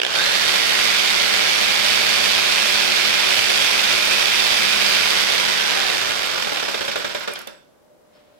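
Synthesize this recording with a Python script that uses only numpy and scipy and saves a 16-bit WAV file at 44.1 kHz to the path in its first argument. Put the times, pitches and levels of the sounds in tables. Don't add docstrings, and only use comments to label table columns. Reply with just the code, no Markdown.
import sys
import numpy as np
from scipy import signal
from scipy.fft import rfft, irfft, next_fast_len
from scipy.io import wavfile
from scipy.ndimage import map_coordinates

SR = 44100
rng = np.random.default_rng(int(sys.argv[2]) if len(sys.argv) > 2 else 0)


def to_wav(s):
    ch = np.atleast_2d(s).T
    pcm = np.round(np.clip(ch, -1, 1) * 32767)
    wavfile.write(sys.argv[1], SR, pcm.astype(np.int16))


N = 369996

# frequency in Hz, relative density in dB per Hz.
CHATTER_COLOUR = [(700, -38), (1300, -12), (1800, -1.5), (2300, 0), (3200, -0.5), (4400, -5.5), (5500, -7),
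                  (7000, -13.5), (9500, -25), (15000, -30)]
FULL_STROKES_PER_S = 54.35
REST_TURNS = .3622


def amp(db):
    return 10 ** (np.asarray(db) / 20)


def unit(x):
    return x / np.sqrt(np.mean(x ** 2) + 1e-20)


def along(points, hz):
    f, v = np.transpose(points)
    return np.interp(np.log(hz + 1), np.log(f + 1), v)


def curves(rows):
    s, *cols = np.transpose(rows)
    return [np.interp(np.arange(N) / SR, s, c) for c in cols]


def wobble(rate_hz):
    knots = rng.standard_normal(int(N * rate_hz / SR) + 4)
    fine = map_coordinates(knots, [np.arange(8 * len(knots)) / 8])
    return np.interp(np.arange(N) * (8 * rate_hz / SR), np.arange(len(fine)), fine)


def filtered(x, response):
    m = next_fast_len(N + 8192)
    return irfft(rfft(x, m) * response(np.fft.rfftfreq(m, 1 / SR)), m)[..., :N]


def noise(spectrum):
    return unit(filtered(rng.standard_normal((2, N)), lambda hz: amp(along(spectrum, hz))))


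def narrow(hz, width_hz):
    carrier = np.exp(2j * np.pi * np.cumsum(hz * np.ones(N)) / SR)
    return unit(((wobble(width_hz) + 1j * wobble(width_hz)) * carrier).real)


def placed(spectrum):
    # frequency in Hz, side minus mid in dB.
    side_width = [(30, -2.5), (110, 5), (200, 15), (380, 11), (700, 1.5), (1290, -2.5), (2380, -1),
                  (4400, 1), (15000, 0)]
    # frequency in Hz, left minus right in dB.
    side_lean = [(60, -7.5), (110, -5.5), (200, 3), (380, -1), (700, -3.5), (1290, 4), (2380, -6),
                 (4400, -13.5), (8120, -2.5), (15000, -3)]
    direct_db, left_lag_s = -2.5, .00043

    size = next_fast_len(N + 1)
    hz = np.fft.rfftfreq(2 * (size // 2), 1 / SR)
    white = rng.standard_normal((3, len(hz))) + 1j * rng.standard_normal((3, len(hz)))
    mid = white[0]
    side = white[1] * amp(along(side_width, hz))
    direct = white[2] * amp(direct_db) * np.clip(hz / 1000, 0, 1)
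    left = mid + side + direct * np.exp(-2j * np.pi * hz * left_lag_s)
    right = mid - side + direct
    lean = amp(along(side_lean, hz) / 2)
    pair = irfft(np.array([left * lean, right / lean]) * amp(along(spectrum, hz)))[:, :N]
    return pair / np.std(pair.mean(0))


def bursts(times_s, sizes, t60_s, attack_s):
    t = np.arange(SR // 4) / SR
    shape = amp(-60 * t / t60_s) * (1 - np.exp(-t / attack_s))
    at = np.clip(times_s * SR, 0, N).astype(int)
    power = np.bincount(at, sizes ** 2, N + 1)[:N]
    return np.sqrt(np.abs(signal.fftconvolve(power, (shape / shape.max()) ** 2)[:N]))


def blows(rows, spectrum, t60_s, attack_s, gain_db):
    s, db = np.transpose(rows)
    return placed(spectrum) * bursts(s, amp(db + gain_db), t60_s, attack_s)


def crank_speed():
    run_up_s, run_up_bend = .16, .8
    stop_s, friction_strokes_per_s2 = 7.68, 16.577
    drag_strokes_per_s = 62.124

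    t = np.arange(N) / SR
    driven = FULL_STROKES_PER_S * (1 - np.exp(-(t / run_up_s) ** run_up_bend))
    angle = np.clip(friction_strokes_per_s2 * (stop_s - t) / drag_strokes_per_s, 0, 1)
    coasting = drag_strokes_per_s * np.tan(angle)
    return np.minimum(driven, coasting)


def loudness(speed, full_db, octave_db, stall, bite_db):
    bite_s = .17
    speed = np.maximum(speed, .1)
    skating = np.clip(1 - np.arange(N) / SR / bite_s, 0, 1)
    stalling = 1 + (stall / speed) ** 3
    return amp(full_db + octave_db * np.log2(speed / FULL_STROKES_PER_S) - bite_db * skating) / stalling


def before_rest(crank, turns):
    return np.searchsorted(crank, crank[-1] - turns)


def impacts(crank, scatter_turns, size_db):
    # crank position in turns, mean level in dB.
    stroke_impacts = [(0, -12), (0.222, -11), (0.447, -11.5), (0.529, -12), (0.759, -12), (.86, -13)]
    place, db = np.transpose(stroke_impacts)
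    stroke = np.arange(int(crank[-1]))[:, None]
    chance = rng.standard_normal((len(stroke), len(place), 2))
    turns = stroke + place + scatter_turns * chance[..., 0]
    times_s = np.interp(turns.ravel(), crank, np.arange(N) / SR)
    return times_s, amp(db + size_db * chance[..., 1]).ravel()


def sawing(speed, crank):
    # frequency in Hz, relative density in dB per Hz.
    rattle_colour = [(20, -12), (60, -15.5), (130, -8.5), (260, -8), (450, -4), (570, 2), (700, 1.5),
                     (1050, 4.5), (1300, 3.5), (1490, 8), (1750, -1.5), (2200, 0.5), (3500, -10),
                     (8000, -30.5)]
    # frequency in Hz, relative density in dB per Hz.
    fizz_colour = [(4000, -4.5), (7000, -3), (8500, 1.5), (10000, -2), (12500, -5), (14200, -6.5),
                   (15800, -17)]

    times_s, sizes = impacts(crank, scatter_turns=.026, size_db=1.8)
    hammer = np.clip((speed - 8) / 22, .1, 1) ** 2

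    def beat(rub, t60_s, attack_s):
        envelope = unit(bursts(times_s, sizes, t60_s, attack_s))
        return np.sqrt((hammer * envelope ** 2 + rub ** 2) / (1 + rub ** 2))

    chatter = placed(CHATTER_COLOUR) * beat(rub=.6, t60_s=.022, attack_s=.00004)
    rattle = placed(rattle_colour) * beat(rub=.41, t60_s=.049, attack_s=.00034)
    fizz = placed(fizz_colour) * beat(rub=.85, t60_s=.035, attack_s=.00002)
    fizz = fizz * amp(.65 * wobble(11))
    out = chatter * loudness(speed, full_db=-24, octave_db=.56, stall=7.5, bite_db=4.5)
    out = out + rattle * loudness(speed, full_db=-31, octave_db=-2.13, stall=6, bite_db=6.5)
    return out + fizz * loudness(speed, full_db=-36, octave_db=3, stall=6.5, bite_db=18.5)


def backlash(speed, knock_s, free_turns, depth_db):
    t = np.arange(N) / SR
    following = np.clip(np.searchsorted(knock_s, t), 0, len(knock_s) - 1)
    until_s = knock_s[following] - t
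    slow = np.clip(1 - speed / 38, 0, 1)
    return amp(-depth_db * slow * np.exp(-(until_s * speed / free_turns) ** 2) * (until_s > 0))


def grit(speed, crank, count, size_db, t60_s):
    # frequency in Hz, relative density in dB per Hz.
    grit_colour = [(1200, -18), (2000, 3), (3000, 2.5), (4600, -0.5), (6500, -11.5), (9000, -15.5),
                   (15000, -18)]
    times_s = np.interp(rng.uniform(0, crank[-1], count), crank, np.arange(N) / SR)
    sizes = amp(size_db * rng.uniform(-1, 1, count))
    crackle = unit(bursts(times_s, sizes, t60_s, attack_s=1 / SR))
    gain = loudness(speed, full_db=-31.5, octave_db=8, stall=9, bite_db=15)
    return placed(grit_colour) * crackle * gain


def rasp(speed, wander_hz, swell_db):
    # frequency in Hz, width in Hz, relative left level in dB, relative right level in dB.
    rasp_bands = [(3500, 450, -12, -1), (4560, 380, -6, -2.5), (6000, 500, -16, -11),
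                  (11200, 500, -23, -22), (13600, 250, -28, -27)]
    out = np.zeros((2, N))
    for hz, width_hz, left_db, right_db in rasp_bands:
        pitch_hz = hz + wander_hz * wobble(3)
        swell = unit(amp(swell_db * wobble(7)))
        out += swell * np.array([amp(db) * narrow(pitch_hz, width_hz) for db in (left_db, right_db)])
    return out * loudness(speed, full_db=-29, octave_db=6.5, stall=7, bite_db=12)


def mesh_whirr(speed, width_hz, follow):
    start_hz, deep_hz, sink_s = 2080, 2443, 2.6
    sinking_hz = np.interp(np.arange(N) / SR, [0, sink_s], [start_hz, deep_hz])
    hz = sinking_hz * (speed / FULL_STROKES_PER_S) ** follow + 75 * wobble(7)
    pair = np.array([amp(-1) * narrow(hz, width_hz), narrow(hz, width_hz)])
    return pair * loudness(speed, full_db=-27.8, octave_db=9, stall=9, bite_db=14.5)


def kicks():
    # start in seconds, relative level in dB.
    kick_times = [(0.0, -7), (0.016, -3.5), (0.0325, -4.5), (0.049, -4.5), (0.0645, -4.5), (0.08, -15)]
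    # frequency in Hz, relative density in dB per Hz.
    kick_colour = [(59, -59), (100, -45), (236, -27), (462, -2.5), (1000, -6.5), (1320, -12.5), (1600, 0),
                   (2300, -2.5), (3150, 1), (3600, -3.5), (4050, -14.5), (4540, -11), (6500, -18),
                   (15000, -33.5)]
    return blows(kick_times, kick_colour, t60_s=.014, attack_s=.00087, gain_db=-12)


def whine(speed, crank, flutter_db):
    # multiple of the stroke rate, relative free-running level in dB,
    # relative level at full strain in dB, phase smear in rad.
    motor_tones = [(23, -7.5, -26, 1), (42, -4.5, 1.5, 1.2), (97, -14, 13.5, .85)]
    # frequency in Hz, half width in Hz, added amplitude in dB.
    housing_modes = [(575, 44, 12), (774, 65, 9.5), (1556, 75, 12)]
    strain_at, strain_span = .66, .215

    reached = np.maximum.accumulate(speed) / FULL_STROKES_PER_S
    strain = np.exp(-np.abs((reached - strain_at) / strain_span) ** 3)
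    out = np.zeros((2, N))
    for k, free_db, strain_db, stray_rad in motor_tones:
        housing = 1 + sum(amp(db) / (1 + ((k * speed - hz) / half_hz) ** 2)
                          for hz, half_hz, db in housing_modes)
        for channel, side_db in enumerate((1.5, 4)):
            phase = 2 * np.pi * k * crank + stray_rad * wobble(3 * k)
            tone = amp(side_db + flutter_db * wobble(40)) * np.sin(phase)
            out[channel] += (amp(free_db) + amp(strain_db) * strain) * housing * tone
    return out * loudness(speed, full_db=-41, octave_db=5, stall=9, bite_db=5)


def shaking(speed, crank, waver_db, stray_rad):
    # multiple of the stroke rate, relative level in dB.
    shake_orders = [(2, -8), (4, 2.5), (6, -10), (8, -5), (9, -4.5), (11, 0.5), (14, 5.5), (15, 4.5)]
    tone = np.zeros(N, complex)
    for k, db in shake_orders:
        phase = 2 * np.pi * round(k) * crank + stray_rad * wobble(12)
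        tone += amp(db + waver_db * wobble(7)) * np.exp(1j * phase)
    pair = np.array([amp(8.7) * tone.real, amp(5) * (tone * np.exp(2.7j)).real])
    return pair * loudness(speed, full_db=-50.5, octave_db=9, stall=9, bite_db=14)


def scrapes():
    # start in seconds, relative level in dB.
    scrape_times = [(6.2334, -23.5), (6.2923, -30), (6.3766, -23), (6.4215, -16), (6.4449, -22),
                    (6.4923, -23.5), (6.5956, -19.5), (6.6505, -20), (6.7093, -26), (6.9139, -20),
                    (6.9967, -25.5), (7.2047, -30), (7.355, -26.5)]
    return blows(scrape_times, CHATTER_COLOUR, t60_s=.067, attack_s=.0008, gain_db=-7.5)


def teeth(speed, crank, count, gap_turns, size_db, cutting_db):
    # frequency in Hz, relative density in dB per Hz.
    tooth_colour = [(5000, -40), (7000, -8.5), (7800, -5.5), (8700, -14.5), (11300, -14), (12600, -8.5),
                    (13600, -12), (15800, -21)]
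    last_tooth_turns = .7
    chance = rng.standard_normal((count, 2))
    turns = last_tooth_turns + gap_turns * np.abs(np.arange(count) + .3 * chance[:, 0])
    at = before_rest(crank, REST_TURNS + turns)
    force_db = size_db * chance[:, 1] - cutting_db * np.sin(2 * np.pi * turns)
    gain = loudness(speed, full_db=-43.5, octave_db=1, stall=4, bite_db=0)
    sizes = gain[at] * amp(force_db) * np.linspace(1, .3, count)
    return placed(tooth_colour) * bursts(at / SR, sizes, t60_s=.031, attack_s=.0003)


def knocks(speed, crank, count):
    merge_strokes_per_s, merge_span = 34.6, 16
    return_db = -16
    half = np.arange(count)[::-1]
    at = before_rest(crank, REST_TURNS + half / 2)
    apart = np.clip((merge_strokes_per_s - speed[at]) / merge_span, 0, 1)
    gain = loudness(speed, full_db=-23.5, octave_db=-4, stall=7, bite_db=0)
    return at / SR, gain[at] * apart * amp(return_db * (half % 2))


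def knocking(knock_s, knock_sizes):
    # frequency in Hz, relative density in dB per Hz.
    knock_colour = [(35, -45), (60, -11), (195, -13.5), (514, 0.5), (798, -0.5), (1450, 1), (2650, -2.5),
                    (2980, -6), (3580, 0), (4020, -10), (7500, -18), (12500, -27.5), (15000, -33.5)]
    # frequency in Hz, relative density in dB per Hz.
    ring_colour = [(120, -26), (190, -9), (280, -19), (480, -17), (570, 2), (680, -17), (1100, -25),
                   (1330, -16), (1470, 2.5), (1620, -13), (1900, -26), (4800, -18), (5350, -10),
                   (5900, -29), (9000, -53.5)]
    hit = placed(knock_colour) * bursts(knock_s, knock_sizes, t60_s=.07, attack_s=.0014)
    ring = placed(ring_colour) * bursts(knock_s, knock_sizes, t60_s=.31, attack_s=.0041)
    return amp(-8.5) * hit + amp(-22.5) * ring


def thuds(times_s, sizes, attack_s):
    # mean frequency in Hz, relative mean level in dB, t60 in seconds.
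    bench_modes = [(430, -14, .07), (560, -8.5, .09), (650, -10.5, .06), (820, -13, .05), (1450, -12, .06),
                   (1680, -14, .04)]
    spread_rad = 1.92
    out, t = np.zeros((2, N + SR)), np.arange(SR // 4) / SR
    for s, size in zip(times_s, sizes):
        for hz, db, t60_s in bench_modes:
            phase = rng.uniform(0, 2 * np.pi) + np.array([[0], [spread_rad]])
            decay = amp(db + rng.normal(0, 2) - 60 * t / t60_s)
            ring = decay * np.sin(2 * np.pi * hz * rng.normal(1, .03) * t + phase)
            out[:, round(s * SR):][:, :len(t)] += size * ring * (1 - np.exp(-t / attack_s))
    return out[:, :N]


def ticks():
    # start in seconds, relative level in dB.
    tick_times = [(7.3362, -26.5), (7.3906, -30), (7.416, -35.5), (7.4729, -29)]
    # frequency in Hz, relative density in dB per Hz.
    tick_colour = [(3000, -36), (5500, -3.5), (8000, -4.5), (11000, 1.5), (13000, -6), (15800, -9)]
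    return blows(tick_times, tick_colour, t60_s=.017, attack_s=.0002, gain_db=-5)


def squeaks(sag, waver):
    # start in seconds, length in seconds, mid pitch in Hz, peak level in dB.
    squeak_rows = [(7.17, .12, 5380, -49), (7.35, 0.11, 5400, -53), (7.31, 0.052, 2401, -36),
                   (7.305, .035, 8600, -48), (7.348, .025, 3200, -36), (7.5, .12, 7870, -65),
                   (8.123, .065, 5230, -65), (8.13, .06, 4490, -68)]
    out = np.zeros(N)
    for s, length_s, hz, db in squeak_rows:
        u = np.linspace(0, 1, int(length_s * SR))
        pitch_hz = hz * (1 + sag * (.5 - u) + waver * wobble(302)[:len(u)])
        tone = np.sin(2 * np.pi * np.cumsum(pitch_hz) / SR)
        out[round(s * SR):][:len(u)] += amp(db) * np.sin(np.pi * u) * tone
    return out


def steel(x, ripple_db=2):
    # frequency in Hz, width in Hz, lift in dB.
    steel_modes = [(215, 12, 3.5), (446, 59, 5), (580, 73, 2), (1367, 59, 3), (1637, 140, 3),
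                   (2450, 180, 1), (3550, 410, 1.5), (4660, 130, 1.5), (5380, 200, 2.4), (7740, 410, 2.5),
                   (10700, 620, 2)]

    def response(f):
        modes = 1
        for hz, width_hz, db in steel_modes:
            modes = modes + (amp(db) - 1) * 1j * f * width_hz / (hz * hz - f * f + 1j * f * width_hz)
        ripple = map_coordinates(rng.standard_normal(300), [f / 90]) * np.clip(f / 12000, 0, 1)
        return modes * amp(ripple_db * ripple)

    return filtered(x, response)


def lifting():
    # start in seconds, relative level in dB, brightness in dB per octave.
    clink_rows = [(7.475, -59, 24), (8.132, -55.5, -4)]
    # frequency in Hz, relative mean level in dB, t60 in seconds.
    blade_modes = [(2330, -14, 0.17), (4490, -8, .2), (5230, 0, 0.16), (6600, -15, .15), (7260, -11, .17),
                   (7800, -16, 0.3)]
    # time in seconds, sliding level in dB.
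    slide_level = [(7.95, -96.5), (8.08, -73), (8.17, -57.5), (8.25, -64.5), (8.39, -63.5)]
    # frequency in Hz, relative density in dB per Hz.
    slide_colour = [(200, -12.5), (600, -4), (1500, -3), (4000, -6.5), (7000, -23.5), (14000, -36)]

    out, t = np.zeros(N + SR), np.arange(SR // 2) / SR
    for s, db, bright_db in clink_rows:
        ring = np.zeros(len(t))
        for hz, level_db, t60_s in blade_modes:
            mode_db = level_db + bright_db * np.log2(hz / 5200) + rng.normal(0, 2)
            ring += amp(mode_db - 60 * t / t60_s) * np.sin(2 * np.pi * hz * t)
        out[round(s * SR):][:len(t)] += amp(db - 3) * ring * (1 - np.exp(-t / .012))
    return out[:N] + amp(curves(slide_level)[0]) * noise(slide_colour)


def workshop(x):
    # frequency in Hz, t60 in seconds.
    room_decay = [(200, 0.27), (1500, 0.48), (5000, 0.51), (14000, 0.23)]
    hz, t, z = signal.stft(rng.standard_normal((2, SR // 2)), SR, nperseg=256)
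    decay = amp(-60 * t / along(room_decay, hz)[:, None])
    tail = signal.istft(z * decay, SR, nperseg=256)[1]
    delayed = np.pad(tail, ((0, 0), (300, 0)))
    return signal.fftconvolve(x, delayed / np.linalg.norm(tail[0]), axes=1)[:, :N]


def background():
    # time in seconds, hum level in dB.
    hum_level = [(7.62, -56), (7.79, -69), (7.84, -56), (7.92, -53), (7.945, -62), (7.965, -53),
                 (8.03, -62), (8.1, -56), (8.18, -54), (8.39, -55)]
    # frequency in Hz, relative density in dB per Hz.
    air_colour = [(15, -45), (25, -23), (43, -18), (120, -14.5), (300, -8), (400, -12), (540, -5),
                  (770, -14.5), (1000, -17), (2500, -28.5), (13500, -35.5), (15000, -38)]
    hum_hz = 601
    phase = 2 * np.pi * np.cumsum(hum_hz + 6 * wobble(45)) / SR
    flutter = unit(amp(2.5 * wobble(28)))
    hum = amp(curves(hum_level)[0]) * flutter * np.array([np.sin(phase), np.sin(phase + 1.2)])
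    return hum + amp(-55.5) * noise(air_colour)


def scene():
    speed = crank_speed()
    crank = np.cumsum(speed) / SR
    knock_s, knock_sizes = knocks(speed, crank, count=40)

    struck = sawing(speed, crank) * backlash(speed, knock_s, free_turns=.15, depth_db=9.5)
    struck = struck + grit(speed, crank, count=2600, size_db=8, t60_s=.009)
    struck = struck + kicks() + scrapes() + ticks()
    struck = struck + teeth(speed, crank, count=200, gap_turns=.14, size_db=4, cutting_db=4)
    struck = struck + knocking(knock_s, knock_sizes)

    singing = rasp(speed, wander_hz=120, swell_db=2) + mesh_whirr(speed, width_hz=440, follow=.75)
    singing = singing + squeaks(sag=.017, waver=.011)
    tones = whine(speed, crank, flutter_db=2) + shaking(speed, crank, waver_db=2, stray_rad=.35)

    near = steel(struck) + thuds(knock_s, knock_sizes, attack_s=.0013) + tones + singing + lifting()
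    return near + amp(-9.5) * workshop(near) + background()


def record(dry):
    top_hz = 15800
    rounded = dry / (1 + np.abs(dry / .8) ** 6) ** (1 / 6)
    return filtered(rounded, lambda hz: hz < top_hz)


dry = scene()
out = record(dry)
to_wav(out)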